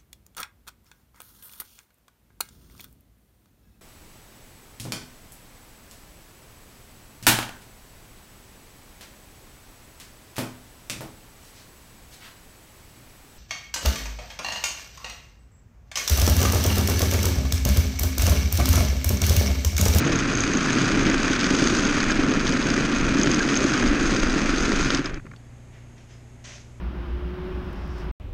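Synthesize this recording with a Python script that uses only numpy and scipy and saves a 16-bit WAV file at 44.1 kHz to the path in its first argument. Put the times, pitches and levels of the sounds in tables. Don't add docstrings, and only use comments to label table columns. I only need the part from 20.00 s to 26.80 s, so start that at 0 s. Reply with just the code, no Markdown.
import sys
import numpy as np
from scipy import signal
from scipy.fft import rfft, irfft
from scipy.io import wavfile
from scipy.ndimage import uniform_filter1d

SR = 44100
rng = np.random.default_rng(int(sys.argv[2]) if len(sys.argv) > 2 else 0)


def waveform_to_disk(signal):
    frames = np.transpose(np.atleast_2d(signal))
    scaled = np.clip(frames, -1, 1) * 32767
    samples = np.round(scaled).astype(np.int16)
    wavfile.write(sys.argv[1], SR, samples)


N = 299868
TIME = np.arange(N) / SR

# frequency in Hz, gain in dB.
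CHASSIS_COLOUR = [(24, -48), (40, -9.5), (86, -13.5), (184, -3.5), (275, 2.5), (370, -5.5), (482, -12),
                  (900, -26), (1170, -35.5), (1980, -120)]


def gain_of(db):
    return 10 ** (np.asarray(db) / 20)


def unit_rms(x):
    return x / np.sqrt(np.mean(x ** 2) + 1e-20)


def curve(rows):
    return np.interp(TIME, *np.transpose(rows))


def envelope(rows):
    fade = np.clip(1 - (TIME - rows[-1][0]) / .04, 0, 1)
    return gain_of(curve(rows)) * fade


def add(mix, start, sound):
    part = mix[round(start * SR):][:len(sound)]
    part += sound[:len(part)]


def tint(x, colour, size=4096):
    hz, db = np.transpose(colour)
    log_hz = np.log(abs(np.fft.fftfreq(size, 1 / SR)) + 1)
    log_gain = np.log(gain_of(np.maximum(np.interp(log_hz, np.log(hz + 1), db), -100)))
    response = np.exp(np.conj(signal.hilbert(log_gain)))
    taps = np.fft.ifft(response).real[:size // 2]
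    return signal.fftconvolve(x, taps)[:len(x)]


def drift(hz):
    rolloff = 1 + (np.fft.rfftfreq(N, 1 / SR) / hz) ** 4
    return unit_rms(irfft(rfft(rng.standard_normal(N)) / rolloff, N))


def steadied(x, size=5000):
    power = uniform_filter1d(uniform_filter1d(x ** 2, size), size)
    return x / np.sqrt(power + 1e-12)


def impacts(per_s, spread_db):
    strength = gain_of(spread_db * np.minimum(rng.exponential(1, N), 3.5))
    return strength * (rng.random(N) < per_s / SR)


def plastic_ring(t60, size=4096):
    ring = rng.standard_normal(size) * gain_of(-60 * np.arange(size) / SR / t60)
    return ring / np.linalg.norm(ring)


def struck(colour, t60):
    sound = tint(plastic_ring(t60), colour)
    return sound / abs(sound).max()


def rattled(hits, t60, count=24):
    part = rng.integers(0, count, N)
    return unit_rms(sum(signal.oaconvolve(hits * (part == k), plastic_ring(t60))[:N]
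                        for k in range(count)))


def gear_chatter(teeth, loose, whirr=0.56):
    # frequency in Hz, gain in dB.
    gearbox_colour = [(450, -14.5), (620, -9), (870, -12), (1080, -5), (1380, 0), (1600, -2.45), (2000, -7),
                      (2480, -4.5), (2700, -10.5), (3400, -16), (4300, -22.5), (7000, -35), (13000, -78)]
    gearing = rattled(teeth + 1.04 * loose, t60=0.0089) + whirr * rng.standard_normal(N)
    return steadied(tint(gearing, gearbox_colour))


def ping(size=1500):
    # frequency in Hz, relative level in dB, seconds to fall 60 dB.
    modes = [(6396, 10.5, 0.01), (6970, 3.5, 0.0057), (6200, -2, 0.01), (5510, 5.5, 0.0041)]
    t = np.arange(size) / SR
    ring = sum(gain_of(db - 60 * t / t60) * np.sin(2 * np.pi * (hz * t + rng.random()))
               for hz, db, t60 in modes)
    ring *= (1 - np.exp(-t / 0.00067)) ** 2
    return ring / abs(ring).max()


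def loose_rattle(teeth, loose, shake, fizz=0.23):
    # frequency in Hz, gain in dB.
    parts_colour = [(1760, -31), (3000, -2), (4240, -2.5), (4590, 0.5), (5000, 1), (5680, -4), (6500, 1),
                    (7380, -13), (8350, -13.5), (9500, -25), (10000, -37), (11400, -27.5), (12100, -47),
                    (12800, -70), (22000, -120)]
    pings = signal.oaconvolve(impacts(per_s=120, spread_db=6) * shake, ping())[:N]
    jiggle = rattled(.5 * teeth + loose, t60=0.019) + fizz * rng.standard_normal(N)
    return steadied(unit_rms(tint(jiggle, parts_colour)) + .3 * unit_rms(pings))


def chassis_drumming(bumps, loose, rolling=0.5, sway_db=1.03):
    # time in seconds, relative level in dB.
    surges = [(0.05, -27), (0.3, -29.5), (0.6, -29.5), (1.05, -26.5), (1.3, -30), (1.62, -26.5), (2.0, -29),
              (2.95, -28.5), (3.2, -26.5), (3.6, -27.5), (3.92, -28), (4.2, -29), (4.95, -29.5)]
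    road = unit_rms(bumps + 0.45 * loose * rng.choice([-1, 1], N)) + rolling * rng.standard_normal(N)
    drum = steadied(tint(road, CHASSIS_COLOUR), size=2500)
    return gain_of(curve(surges) + 3.5 + sway_db * drift(16)) * drum


def tyre_boom(shake):
    # frequency in Hz, gain in dB.
    boom_colour = [(40, -20), (90, -9), (135, 0), (180, -5), (260, -24), (600, -73)]
    # time in seconds, relative level in dB.
    swells = [(0.0, -20), (0.6, -28), (0.92, -20.5), (1.3, -35.5), (3.0, -27.5), (4.3, -43), (4.9, -28),
              (5.35, -42)]
    boom = steadied(tint(rng.standard_normal(N) * shake, boom_colour))
    return gain_of(-7) * envelope(swells) * boom


def body_shudder(shaft_angle):
    # time in seconds, level in dB.
    shudder_levels = [(0.0, -53), (0.13, -32.5), (0.68, -37), (0.8, -37), (1.1, -28.5), (1.6, -36),
                      (2.05, -29), (2.8, -33.5), (3.02, -27.5), (3.72, -39.5), (3.9, -25.5), (4.86, -25),
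                      (5.03, -35.5), (5.16, -31), (5.23, -50), (5.38, -56)]
    rock = shaft_angle + 0.55 * drift(22)
    shudder = (np.sin(rock) + 0.4 * np.sin(2 * rock)) * (1 + 0.38 * drift(12))
    return envelope(shudder_levels) * unit_rms(shudder)


def coasting(motor_off_s=4.969, coast_s=0.19, halt_s=0.04, fall_db_per_s=60, lurch_hz=9.6, lurch_db=4):
    t = np.maximum(TIME - motor_off_s, 0)
    db = -fall_db_per_s * t - lurch_db * np.sin(np.pi * lurch_hz * t) ** 2
    return gain_of(db) * np.clip(1 - (t - coast_s) / halt_s, 0, 1)


def running_car(throb_db=0.88, half_turn_db=0.5, jolt_db=1, rattle_db=-7, rattle_sway_db=1.54):
    # time in seconds, mean turns a second.
    shaft_speed = [(0.0, 31), (0.68, 25.5), (0.88, 28.8), (2.04, 23.9), (3.21, 26), (3.71, 27.8),
                   (5.2, 23.7)]
    # time in seconds, level of the gears under power in dB.
    effort = [(0.0, -28.5), (0.5, -29), (0.8, -27), (1.85, -27.5), (2.07, -27), (2.25, -29), (3.5, -28.5),
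              (3.78, -27.5), (4.05, -28.5), (4.95, -28.5)]
    shaft_hz = curve(shaft_speed) * (1 + 0.034 * drift(5.7))
    angle = 2 * np.pi * np.cumsum(shaft_hz) / SR
    shake = gain_of(throb_db * np.cos(angle) + half_turn_db * np.cos(2 * angle) + jolt_db * drift(70))
    teeth = impacts(per_s=1500, spread_db=2.5) * shake
    loose = impacts(per_s=300, spread_db=3) * shake
    bumps = impacts(per_s=450, spread_db=2.5) * shake * rng.choice([-1, 1], N)
    coast = coasting()
    drive = gain_of(curve(effort)) * coast
    gears = drive * gear_chatter(teeth, loose)
    rattle = drive * loose_rattle(teeth, loose, shake)
    drumming = coast * chassis_drumming(bumps, loose)
    rattle *= gain_of(rattle_db + rattle_sway_db * drift(3.2)) * coast ** 0.43
    return gears + rattle + drumming + tyre_boom(shake) + body_shudder(angle)


def plastic_clicks(bounce_s=0.0026):
    # start in seconds, then relative levels of snap, clack and ring in dB.
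    hits = [(0.053, -33, -30, -25), (0.0745, -31, -32, -23), (0.1206, -16, -20, -30),
            (0.1577, -27, -27, -17.5), (0.1885, -25, -18, -21), (0.201, -22, -27, -24),
            (0.335, -29, -24, -22), (0.3526, -27, -25, -16.5), (0.3732, -21, -16, -17),
            (0.4052, -30, -23, -13), (0.45, -29, -28, -22), (0.5353, -30, -24, -18.5),
            (0.571, -31, -27, -17), (0.6289, -29, -31, -24), (0.6722, -32, -12, -34),
            (0.6923, -24, -19, -30), (0.7297, -19, -18, -18), (0.7852, -17, -20, -30),
            (0.8163, -18, -26, -23), (0.8903, -22, -20, -32), (1.0654, -16.5, -23.5, -27),
            (1.0785, -19, -32, -30), (1.0987, -20, -13, -17.5), (1.1125, -19, -16, -30),
            (1.1449, -24, -14, -37), (1.1797, -19, -31, -34), (1.3152, -21, -23, -28),
            (1.3316, -12.5, -17, -23), (1.3627, -15, -15, -30), (1.392, -17, -32, -28),
            (1.402, -14, -17, -32), (1.4102, -12, -20, -31), (1.4427, -13, -10.5, -25),
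            (1.507, -16, -25, -24), (1.5516, -15, -27, -27), (1.5876, -22, -17, -27),
            (1.641, -14, -16, -24), (1.6728, -19, -21, -18), (1.7674, -15, -20, -30),
            (1.851, -14, -17, -21.5), (1.923, -19, -23, -38), (1.9678, -20, -20, -23),
            (2.0032, -12, -13, -30), (2.0286, -24, -29, -21), (2.108, -19, -24.5, -20),
            (2.117, -12, -14, -33), (2.1734, -19, -22, -37), (2.2303, -17, -27, -34),
            (2.2956, -24, -21, -27), (2.3387, -25, -16, -30), (2.3953, -19, -32, -33),
            (2.469, -11, -22, -28), (2.4777, -14, -14.5, -24), (2.523, -13.5, -21, -32),
            (2.6259, -14, -31, -33), (2.7026, -12, -17, -24), (2.7407, -19, -13, -23),
            (2.778, -23, -12.5, -29), (2.9242, -19, -21, -35), (2.9683, -30, -23, -26),
            (3.0106, -24, -25, -25), (3.1848, -20, -18, -23), (3.198, -23, -29, -19),
            (3.214, -13, -33, -25), (3.233, -19, -32, -11.5), (3.2593, -15, -18, -26),
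            (3.272, -16, -9.5, -32), (3.3146, -14, -23, -17), (3.3361, -13.5, -23, -31),
            (3.3445, -16, -24, -16.5), (3.3938, -18, -29, -21), (3.43, -15.5, -16, -32),
            (3.4886, -13.5, -16, -32), (3.498, -30, -18, -29), (3.5418, -12.5, -15, -33),
            (3.5546, -25, -17, -19), (3.565, -16, -27, -23), (3.5726, -21, -27, -12.5),
            (3.7367, -16, -21, -24), (3.7766, -17, -14, -22), (3.8297, -31, -16, -35),
            (3.876, -18, -19, -33), (3.886, -27, -21, -26), (4.0094, -25, -21, -25),
            (4.0562, -23, -14, -29), (4.1638, -17, -23, -27), (4.2001, -15, -30, -23),
            (4.4171, -19, -19, -35), (4.5822, -15, -26, -25), (4.7194, -30, -11, -35),
            (4.7612, -29, -29, -27), (4.809, -16, -14.5, -29), (4.9036, -7, -10, -23),
            (4.9474, -7.5, -14.5, -20), (4.9719, -14, -29, -35), (5.045, -29, -27, -31),
            (5.058, -16.5, -20, -39), (5.1431, -38, -25.5, -38)]
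    # frequency in Hz, gain in dB.
    snap_colour = [(1500, -24), (3000, 13.5), (4000, 8.5), (5000, 14), (6500, 1), (8500, -10.5),
                   (10000, -31), (13000, -50)]
    clack_colour = [(500, -12.5), (900, -9.5), (1400, 9.5), (2000, 4), (2500, -14.5), (4000, -12),
                    (5100, -3.5), (5700, -12), (6500, -17), (7500, -44), (12000, -46)]
    out = np.zeros(N)
    for start, snap_db, clack_db, ring_db in hits:
        add(out, start, gain_of(snap_db - 3.5) * struck(snap_colour, t60=0.01))
        add(out, start, gain_of(clack_db - 2.5) * struck(clack_colour, t60=0.0089))
        add(out, start, gain_of(ring_db) * ping())
        add(out, start, gain_of(clack_db - 6.5) * struck(CHASSIS_COLOUR, t60=0.0013))
        rebound = start + bounce_s * rng.uniform(1, 1.6)
        add(out, rebound, gain_of(snap_db - 10.5) * struck(snap_colour, t60=0.013))
    return out


def wheel_knocks(push_s=0.00058, swell_s=0.0079, size=4096):
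    # start in seconds, relative levels of thump and resonance in dB, resonance in Hz.
    drops = [(0.133, -11.5, -23, 257), (0.549, -16, -13.5, 253), (0.765, -32, -13.5, 244),
             (0.837, -17, -14, 265), (0.9261, -12, -17, 273), (1.0143, -11, -16.5, 310),
             (1.06, -9.5, -16, 300), (1.076, -22, -18, 290), (1.094, -10, -27, 330),
             (1.151, -25, -13.5, 282), (1.3027, -12, -19, 272), (1.441, -26, -21, 270),
             (1.468, -14, -24, 330), (1.505, -24, -16, 271), (1.5353, -7, -26, 262), (1.584, -28, -20, 278),
             (1.621, -7, -15, 265), (1.685, -17, -21, 324), (1.722, -9, -14, 309), (1.775, -26, -18, 271),
             (1.854, -30, -13, 264), (1.882, -26, -25, 270), (2.188, -16, -9.5, 283),
             (2.233, -27, -13.5, 264), (2.288, -12, -19, 258), (2.305, -28, -17, 261),
             (2.369, -11, -32, 340), (2.499, -26, -19, 258), (2.54, -12, -17, 263), (2.586, -28, -18, 282),
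             (2.703, -24, -14, 258), (2.775, -10.5, -26, 290), (2.928, -20, -14, 250),
             (3.0722, -13, -27, 265), (3.118, -30, -17, 267), (3.149, -13, -16, 290),
             (3.183, -19, -16, 280), (3.232, -32, -20, 237), (3.273, -29, -14, 255), (3.297, -14, -23, 276),
             (3.366, -24, -16.5, 272), (3.515, -24, -16.5, 264), (3.6422, -10, -11.5, 308),
             (3.782, -27, -18, 260), (3.84, -26, -14, 259), (3.909, -19, -15, 261), (3.926, -10, -35, 275),
             (4.011, -12, -16, 276), (4.041, -14, -19, 327), (4.121, -10, -17, 286),
             (4.2287, -12.5, -16, 287), (4.358, -31, -15.5, 298), (4.418, -25, -21, 263),
             (4.53, -25, -17.5, 293), (4.579, -15, -23, 270), (4.622, -28, -18, 256),
             (4.654, -13, -25, 320), (4.692, -19, -14.5, 284), (4.935, -14, -17, 290),
             (4.989, -20, -18.5, 270), (5.046, -29, -35, 278), (5.172, -29, -33.5, 278),
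             (5.248, -29, -48, 280)]
    # frequency in Hz, relative level in dB, seconds to fall 60 dB.
    panel_modes = [(401, -4, 0.044), (527, -8, 0.034)]
    t = np.arange(size) / SR
    thump = tint(-t / push_s * np.exp(-t / push_s), CHASSIS_COLOUR)
    thump /= abs(thump).max()
    panels = sum(gain_of(db - 60 * t / t60) * np.sin(2 * np.pi * hz * t) for hz, db, t60 in panel_modes)
    panels *= 1 - np.exp(-t / 0.0015)
    swell = (t / swell_s * np.exp(1 - t / swell_s)) ** 3.3
    out = np.zeros(N)
    for start, thump_db, ring_db, hz in drops:
        add(out, start, gain_of(thump_db - 3.5) * thump)
        add(out, start, -gain_of(thump_db - 2) * panels)
        add(out, start, -gain_of(ring_db) * swell * np.sin(2 * np.pi * hz * t))
    return out


def drive_squeaks(length_s=0.016, waver=0.032):
    # start in seconds, centre pitch in Hz, relative level in dB.
    rubs = [(0.684, 1680, -21.5), (1.845, 1500, -20), (2.097, 1570, -19), (2.732, 1500, -23),
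            (3.4, 1590, -17), (3.733, 1603, -20), (3.818, 1632, -23)]
    window = signal.windows.hann(round(length_s * SR))
    wobble = 1 + waver * drift(190)
    out = np.zeros(N)
    for start, hz, db in rubs:
        cycles = np.cumsum(hz * wobble[round(start * SR):][:len(window)]) / SR
        add(out, start, gain_of(db - 1) * window * np.sin(2 * np.pi * cycles))
    return out


def settling_creaks(slip_fall_db=5):
    # start in seconds, peak level of the first slip in dB.
    runs = [(5.173, -35), (5.1961, -35), (5.255, -42), (5.266, -36), (5.314, -36), (5.336, -36)]
    # frequency in Hz, gain in dB.
    slip_colour = [(600, -25), (1000, -5), (1400, 5), (2500, -2), (3100, -23), (5000, -24), (9000, -46)]
    out = np.zeros(N)
    for start, db in runs:
        add(out, start, gain_of(db - 7) * struck(CHASSIS_COLOUR, t60=0.06))
        for k in range(3):
            slip = gain_of(db - slip_fall_db * k) * struck(slip_colour, t60=0.015)
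            add(out, start + 0.0021 * k * rng.uniform(0.87, 0.92), slip)
    return out


def light_ticks(size=8000):
    # start in seconds, pitch in Hz, level in dB, seconds to fall 60 dB, contact's extra dB.
    ticks = [(5.3625, 4480, -56, .07, 16), (6.125, 5100, -60, .3, 5)]
    contact_colour = [(1500, -5), (3100, 2), (4500, 1), (6500, -9), (10000, -30)]
    t = np.arange(size) / SR
    out = np.zeros(N)
    for start, hz, db, t60, contact_db in ticks:
        add(out, start, gain_of(db - 60 * t / t60) * np.sin(2 * np.pi * hz * t))
        add(out, start, gain_of(db + contact_db) * struck(contact_colour, t60=.02))
    return out


def background(air_db=-51, hiss_db=-73, hum_db=-46.5, hum_hz=29.72, waver_db=0.5):
    # frequency in Hz, gain in dB.
    air_colour = [(12, -22), (20, -12.5), (75, -4.5), (126, -5), (184, -16), (241, -10.5), (300, -14),
                  (528, -19.5), (588, -18.5), (1130, -26), (2280, -26.5), (3910, -36.5), (5860, -37.5),
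                  (6530, -31), (10300, -44.5), (12800, -47), (16700, -85), (22000, -120)]
    case_colour = [(5600, -25), (6200, -14), (6450, 9), (6800, -5), (7500, -26)]
    # multiple of the fundamental, relative level in dB.
    harmonics = [(1, -8), (2, -4.5), (3, -17), (4, 0.5), (5, -15.5), (6, -19), (7, -19), (8, -11),
                 (12, -22), (13, -22)]
    air = gain_of(air_db) * unit_rms(tint(rng.standard_normal(N), air_colour))
    case_hiss = gain_of(hiss_db) * unit_rms(tint(rng.standard_normal(N), case_colour))
    hum = sum(gain_of(db + waver_db * drift(1.2)) * np.sin(2 * np.pi * (k * hum_hz * TIME + rng.random()))
              for k, db in harmonics)
    return air + case_hiss + gain_of(hum_db) * unit_rms(hum)


def scuffs(room_t60=0.42, grain_db=1, treble_hz=3300):
    # start, rise and length in seconds, then level, fade over that length and treble in dB.
    strokes = [(5.716, 0.03, 0.09, -49.5, 8, -13), (5.957, .025, .08, -54, 9, -2),
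               (6.082, 0.031, 0.042, -53, 2.5, -3), (6.439, 0.0086, 0.12, -43.5, 4, 1.5)]
    # frequency in Hz, gain in dB.
    friction_colour = [(210, -57), (350, -30), (393, -17), (547, -7), (597, 2), (808, -10), (1050, -7),
                       (1250, -8), (1980, -0.5), (3840, -6), (4310, -8), (6360, -2.5), (11000, -37),
                       (14300, -67), (22000, -120)]
    grain = unit_rms(tint(rng.standard_normal(N) * gain_of(grain_db * drift(200)), friction_colour))
    body = signal.sosfiltfilt(signal.butter(3, treble_hz, fs=SR, output="sos"), grain)
    out = np.zeros(N)
    for start, rise, length, db, fade_db, treble_db in strokes:
        t = TIME - start
        stroke = np.clip(t / rise, 0, 1) * gain_of(db - fade_db * np.clip(t / length, 0, 1))
        tail = gain_of(-60 * np.maximum(t - length, 0) / room_t60)
        out += stroke * tail * (body + gain_of(treble_db) * (grain - body))
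    return out


def scene():
    driving = running_car() + plastic_clicks() + wheel_knocks() + drive_squeaks()
    return (driving + settling_creaks() + light_ticks() + background() + scuffs())[None]


def record(dry, edge_hz=13000):
    lowpass = signal.firwin(255, edge_hz, window=("kaiser", 9), fs=SR)
    return signal.oaconvolve(dry, lowpass[None], "same")


dry = scene()
out = record(dry)
waveform_to_disk(out)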